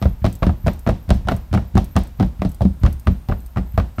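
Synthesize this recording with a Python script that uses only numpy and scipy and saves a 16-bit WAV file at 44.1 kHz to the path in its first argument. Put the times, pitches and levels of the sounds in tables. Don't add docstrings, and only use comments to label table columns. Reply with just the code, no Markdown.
import sys
import numpy as np
from scipy import signal
from scipy.io import wavfile

SR = 44100
rng = np.random.default_rng(int(sys.argv[2]) if len(sys.argv) > 2 else 0)


def transcribe(signal):
    frames = np.atleast_2d(signal).T
    limited = np.clip(frames, -1, 1)
    pcm = np.round(limited * 32767).astype(np.int16)
    wavfile.write(sys.argv[1], SR, pcm)


N = 176400

# start_s, clack_db, deck_db, plank_db, knock_db, crack_db, pitch_ratio, knock_hz
CONTACTS = [ (.016,-38,-19,-20,-26,-39,1.02,645), (0.0252,-18.5,-16.5,-19.5,-20,-24.5,0.98,670),
            (.055,-22,-7.5,-14.5,-19,-37,0.93,550), (0.2439,-24,-10,-12,-11.5,-27,0.89,645),
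            (0.2524,-19.5,-25,-20,-16,-23,0.91,703), (.264,-22,-15.5,-16.5,-24,-26,1,812),
            (.423,-23.5,-9,-14,-13.5,-35,0.91,594), (0.4293,-9.5,-14.5,-31,-12.5,-25.5,0.93,679),
            (.467,-24,-11.5,-9,-19,-28,0.95,543), (.493,-25,-13.5,-19,-19.5,-41,1.04,712),
            (.664,-22.5,-21,-13,-16.5,-36,0.81,700), (.670,-25,-11.5,-19,-14,-24.5,1.18,667),
            (.680,-14,-20.5,-19,-13.5,-25.5,1,580), (.865,-18.5,-16,-24,-16.5,-34,1,657),
            (0.8739,-16.5,-20.5,-11,-21.5,-27,1.094,690), (.890,-19,-10,-12,-10,-26.5,0.98,634),
            (0.8947,-21.5,-19,-29,-18,-28.5,0.89,640), (1.092,-37,-15,-23,-25.5,-31,0.83,593),
            (1.105,-15,-8,-8.5,-11.5,-17.5,0.96,571), (1.110,-21.5,-8,-13,-14,-40,1.07,620),
            (1.273,-32,-28,-21.5,-20,-36,1.1,740), (1.286,-7,-19,-21,-11.5,-21.5,1.15,734),
            (1.313,-27,-12.5,-22,-20,-33,1.1,670), (1.319,-19,-17,-15,-13.5,-28.5,.97,673),
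            (1.529,-25.5,-22,-15.5,-23.5,-28,1.19,640), (1.539,-21,-13,-11.5,-22,-22.5,1.03,750),
            (1.548,-20,-15.5,-13,-14.5,-27.5,.98,726), (1.574,-17,-15,-18.5,-17.5,-41,1.13,805),
            (1.754,-26.5,-10.5,-5,-22.5,-27.5,0.99,532), (1.770,-15.5,-18,-13,-13.5,-29,1.09,765),
            (1.7777,-19,-12,-13,-14,-20.5,.96,766), (1.956,-24,-10,-20,-26,-39,0.85,633),
            (1.965,-12.5,-11,-12.5,-15,-16,1.01,657), (1.970,-17,-22,-16,-11.5,-36,0.98,762),
            (2.199,-26,-10.5,-11.5,-15,-27,.99,758), (2.207,-18.5,-10,-4.5,-23.5,-32,0.99,724),
            (2.227,-24.5,-12.5,-18.5,-18,-29.5,0.93,784), (2.419,-19,-30,-16.5,-17.5,-30,0.98,600),
            (2.4499,-30,-14.5,-12.5,-21.5,-28,.95,628), (2.608,-40,-12.5,-20.5,-15,-38.5,0.994,710),
            (2.6185,-31,-15.5,-18.5,-15.5,-27.5,0.89,700), (2.651,-32,-12.5,-5.5,-39,-37,0.99,700),
            (2.835,-26.5,-6,-14.5,-21,-28,0.99,800), (2.852,-20.5,-16,-16,-26,-33,0.92,720),
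            (2.863,-18.5,-11,-16.5,-20.5,-27,1.1,707), (3.071,-12,-34,-15,-20.5,-26.5,.99,624),
            (3.079,-41,-9,-9,-22.5,-33,0.95,642), (3.2872,-33,-16,-20,-26,-31.5,0.75,794),
            (3.296,-30,-13,-20.5,-20,-46,1.02,770), (3.313,-28,-34,-26,-29,-40,1.05,590),
            (3.3214,-19.5,-19.5,-21,-19,-41,0.98,594), (3.561,-24,-20,-26,-26,-45,0.86,636),
            (3.571,-17,-12.5,-20.5,-20,-36,.98,735), (3.581,-24,-41,-16.5,-22.5,-38,0.97,683),
            (3.777,-14,-11.5,-14,-9,-29,0.99,679), (3.788,-27,-26,-24,-23,-35,1.08,686),
            (3.799,-19.5,-15,-30,-34,-32.5,0.98,513), (3.983,-20,-20,-20.5,-24,-41,1.11,638),
            (3.993,-25,-19,-35,-34,-29.5,0.88,640)]
# start_s, thud_db
WEIGHT_SHIFTS = [(.218,-10), (.641,-8), (1.08,-11.5), (1.251,-9.5), (1.513,-9), (1.74,-10), (2.19,-12),
                 (2.392,-12.5), (2.814,-12), (3.064,-8), (3.74,-12)]
# start_s, level_db
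TACK_CLINKS = [(0.3276,-28), (0.3533,-29.5), (.7332,-33.5), (0.7923,-32), (1.3646,-30.5), (1.8438,-29),
               (2.0347,-34), (2.0727,-37), (2.493,-33), (2.517,-33), (2.546,-32.5), (2.9274,-28.5),
               (2.997,-32.5), (3.404,-41), (3.462,-32.5)]
# pitch_hz, level_db, t60_s
DECK_MODES = [(60.6, -5.5, 0.29), (81.3, 2, 0.11), (115, 0, 0.097)]
PLANK_MODES = [(138, -11, 0.063), (193.75, 2.5, 0.16), (233.5, -12.5, 0.15), (280, -13, 0.12)]
CLACK_MODES = [(1220, -5, 0.041), (1166, -4.5, 0.035), (1444, -12, 0.01), (1938, -17, 0.037),
               (2550, -7, 0.013)]
CRACK_MODES = [(2370, 0.5, 0.0028), (4070, 1, 0.0034), (5100, -4, 0.0037)]
# pitch_ratio, level_db, t60_s
KNOCK_MODES = [(.87, -9, 0.017), (1, 0.5, 0.056), (1.13, -9.5, 0.047)]
METAL_MODES = [(.55, -5, 0.017), (1, 8.5, 0.019), (1.06, -2.5, 0.0095)]
# freq_hz, ring_db, ring_t60_s, echo_db
BOARD_SPECTRUM = [(45.4, -16.5, 0.28, -9.5), (97, -12.5, 0.29, -19), (190, -13, 0.16, -21),
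                  (280, -8.5, 0.1, -26), (427, -16, 0.083, -32), (690, -9.5, 0.13, -28.5),
                  (877, -16, 0.07, -30.5), (1230, -8, 0.037, -34), (2070, -16.5, 0.071, -33.5),
                  (4000, -13.5, 0.063, -26.5), (6770, -24.5, 0.04, -35), (13200, -30, 0.058, -46)]
# pitch_hz, level_db
TRILLS = [(11800, -75.5), (12250, -75), (13260, -65.5), (13950, -65.5)]
# start_s, length_s, pitch_hz, level_db
FAR_BUZZES = [(2.5,1.05,9000,-70.5), (3.5,0.58,7900,-73)]
# freq_hz, band_db
HUSH_SPECTRUM = [(25, -40), (55, -34.5), (110, -59), (200, -57), (400, -73.5), (700, -60.5), (1500, -67.5),
                 (4000, -70.5), (8000, -70.5), (10500, -71), (14000, -68)]

EDGES_HZ = np.geomspace(22, 17000, 20)
CENTRES_HZ = np.sqrt(EDGES_HZ[1:] * EDGES_HZ[:-1])


def hooves():
    start_s, clack_db, deck_db, plank_db, knock_db, crack_db, pitch_ratio, knock_hz = np.transpose(CONTACTS)
    hardness_db = crack_db - crack_db.mean()
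    rise_s = 0.0005 * from_db(-0.6 * hardness_db)
    deck = strike(DECK_MODES, start_s, deck_db + 2, pitch_ratio, vary_db=0.5)
    plank = strike(PLANK_MODES, start_s, plank_db + 1, pitch_ratio, vary_db=0.5)
    knock = strike(KNOCK_MODES, start_s, knock_db - 3, knock_hz, vary_db=1, rise_s=rise_s)
    clack = strike(CLACK_MODES, start_s, clack_db - 3, pitch_ratio, vary_db=1, rise_s=rise_s)
    crack = strike(CRACK_MODES, start_s, crack_db - 3.5, pitch_ratio, vary_db=2.5)
    snap_db = crack_db - 6 + 0.067 * hardness_db
    snap = decay(start_s, snap_db, t60_s=0.0033) * noise([1200, 11300], "band")
    return soften(deck, push_s=0.0038) + soften(plank, push_s=0.003) + knock + clack - crack + snap


def boards():
    start_s, clack_db, deck_db, plank_db, knock_db, crack_db, _, _ = np.transpose(CONTACTS)
    parts_db = np.transpose([deck_db, plank_db, knock_db, clack_db, crack_db])
    parts_hz = [75, 200, 650, 1400, 4000]
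    out = np.zeros(N)
    for low_hz, high_hz, centre_hz in zip(EDGES_HZ, EDGES_HZ[1:], CENTRES_HZ):
        ring_db, ring_t60_s, echo_db = spectrum_at(BOARD_SPECTRUM, centre_hz)
        blow_db = np.array([np.interp(np.log(centre_hz), np.log(parts_hz), row) for row in parts_db])
        drive_db = blow_db.mean() + 0.87 * (blow_db - blow_db.mean())
        ring = soften(decay(start_s, drive_db + ring_db, ring_t60_s), push_s=0.0012)
        echo = soften(decay(start_s, drive_db + echo_db, t60_s=0.37), push_s=0.016)
        out += np.hypot(ring, echo) * noise([low_hz, high_hz], "band")
    return out


def weight_shifts():
    start_s, thud_db = np.transpose(WEIGHT_SHIFTS)
    thuds = strike(DECK_MODES + PLANK_MODES, start_s, thud_db - 5, np.ones(len(start_s)), vary_db=1.2)
    scuffs = decay(start_s, level_db=-51, t60_s=0.16) * noise([490, 2210], "band")
    return soften(thuds, push_s=0.0061) + scuffs


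def grit(grains_per_s=91):
    start_s, *_, crack_db, _, _ = np.transpose(CONTACTS)
    grains = (rng.random(N) < grains_per_s / SR) * rng.standard_normal(N)
    return decay(start_s, crack_db - 28.5, t60_s=0.22) * unit_rms(butter(grains, 2980, "high"))


def tack():
    start_s, level_db = np.transpose(TACK_CLINKS)
    rings = np.zeros(N)
    for part_hz in (8240, 12300):
        pitch_hz = part_hz * (1 + 0.038 * rng.standard_normal(len(start_s)))
        rings += strike(METAL_MODES, start_s, level_db - 18, pitch_hz, vary_db=3)
    jingle = decay(start_s, level_db - 14, t60_s=0.062) * noise(6500, "high")
    return rings + jingle


def insect_trills(width_hz=170, flutter_db=3, chirp_db=8):
    out = np.zeros(N)
    for pitch_hz, level_db in TRILLS:
        chirps = np.tanh(2 * (noise(3.5, "low") - 0.5))
        trill = noise([pitch_hz - width_hz / 2, pitch_hz + width_hz / 2], "band")
        swell_db = flutter_db * noise(25, "low") + chirp_db * chirps
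        out += from_db(level_db) * unit_rms(trill * from_db(swell_db))
    return out


def far_insects(width_hz=870, fade_s=0.098):
    t = np.arange(N) / SR
    out = from_db(-76.5) * noise([11100, 14600], "band")
    for start_s, length_s, pitch_hz, level_db in FAR_BUZZES:
        gate = np.clip(np.minimum(t - start_s, start_s + length_s - t) / fade_s, 0, 1)
        buzz = noise([pitch_hz - width_hz / 2, pitch_hz + width_hz / 2], "band")
        out += from_db(level_db) * gate * buzz
    return out


def hush():
    band_gains = from_db(spectrum_at(HUSH_SPECTRUM, CENTRES_HZ)[0])
    return sum(gain * noise([low_hz, high_hz], "band")
               for gain, low_hz, high_hz in zip(band_gains, EDGES_HZ, EDGES_HZ[1:]))


def strike(modes, start_s, level_db, pitch_scale, vary_db, rise_s=1e-6):
    mode_pitch, mode_db, t60_s = np.transpose(modes)[:, :, None]
    t = np.arange(int(t60_s.max() * SR)) / SR
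    fades = from_db(mode_db - 60 * t / t60_s)
    rise_s = np.broadcast_to(rise_s, len(start_s))
    scatter_db = vary_db * rng.standard_normal((len(start_s), len(modes), 1))
    out = np.zeros(N)
    for i, onset in enumerate(to_samples(start_s)):
        sines = np.sin(2 * np.pi * mode_pitch * pitch_scale[i] * t)
        ring = (from_db(level_db[i] + scatter_db[i]) * fades * sines).sum(0)
        attack = 1 - np.exp(-t / rise_s[i])
        out[onset:onset + len(t)] += (attack * ring)[:N - onset]
    return out


def decay(start_s, level_db, t60_s):
    power = np.zeros(N)
    np.add.at(power, to_samples(start_s), from_db(level_db) ** 2)
    pole = from_db(-60 / (t60_s * SR)) ** 2
    return np.sqrt(signal.lfilter([1], [1, -pole], power + 1e-18))


def soften(x, push_s):
    push = np.sin(np.pi * np.minimum(np.arange(1, SR // 50) / (push_s * SR), 1))
    return signal.lfilter(push / push.sum(), [1], x)


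def noise(cutoff_hz, kind):
    return unit_rms(butter(rng.standard_normal(N + SR // 4), cutoff_hz, kind)[-N:])


def butter(x, cutoff_hz, kind):
    return signal.sosfilt(signal.butter(2, cutoff_hz, kind, fs=SR, output="sos"), x)


def spectrum_at(spectrum, freq_hz):
    points_hz, *columns = np.transpose(spectrum)
    return [np.interp(np.log(freq_hz), np.log(points_hz), column) for column in columns]


def to_samples(time_s):
    return np.clip(time_s * SR, 0, N - 1).astype(int)


def unit_rms(x):
    return x / np.sqrt(np.mean(x ** 2) + 1e-20)


def from_db(db):
    return 10 ** (np.asarray(db) / 20)


def scene():
    horse = hooves() + boards() + weight_shifts() + grit() + tack()
    woods = insect_trills() + far_insects() + hush()
    return (horse + woods)[None]


def record(dry, low_cut_hz=42, ceiling=0.71, stopband_hz=16900):
    drive = butter(butter(dry, low_cut_hz, "high"), low_cut_hz, "high") / ceiling
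    clipped = ceiling * drive / (1 + drive ** 16) ** (1 / 16)
    return signal.sosfilt(signal.cheby2(12, 70, stopband_hz, fs=SR, output="sos"), clipped)


dry = scene()
out = record(dry)
transcribe(out)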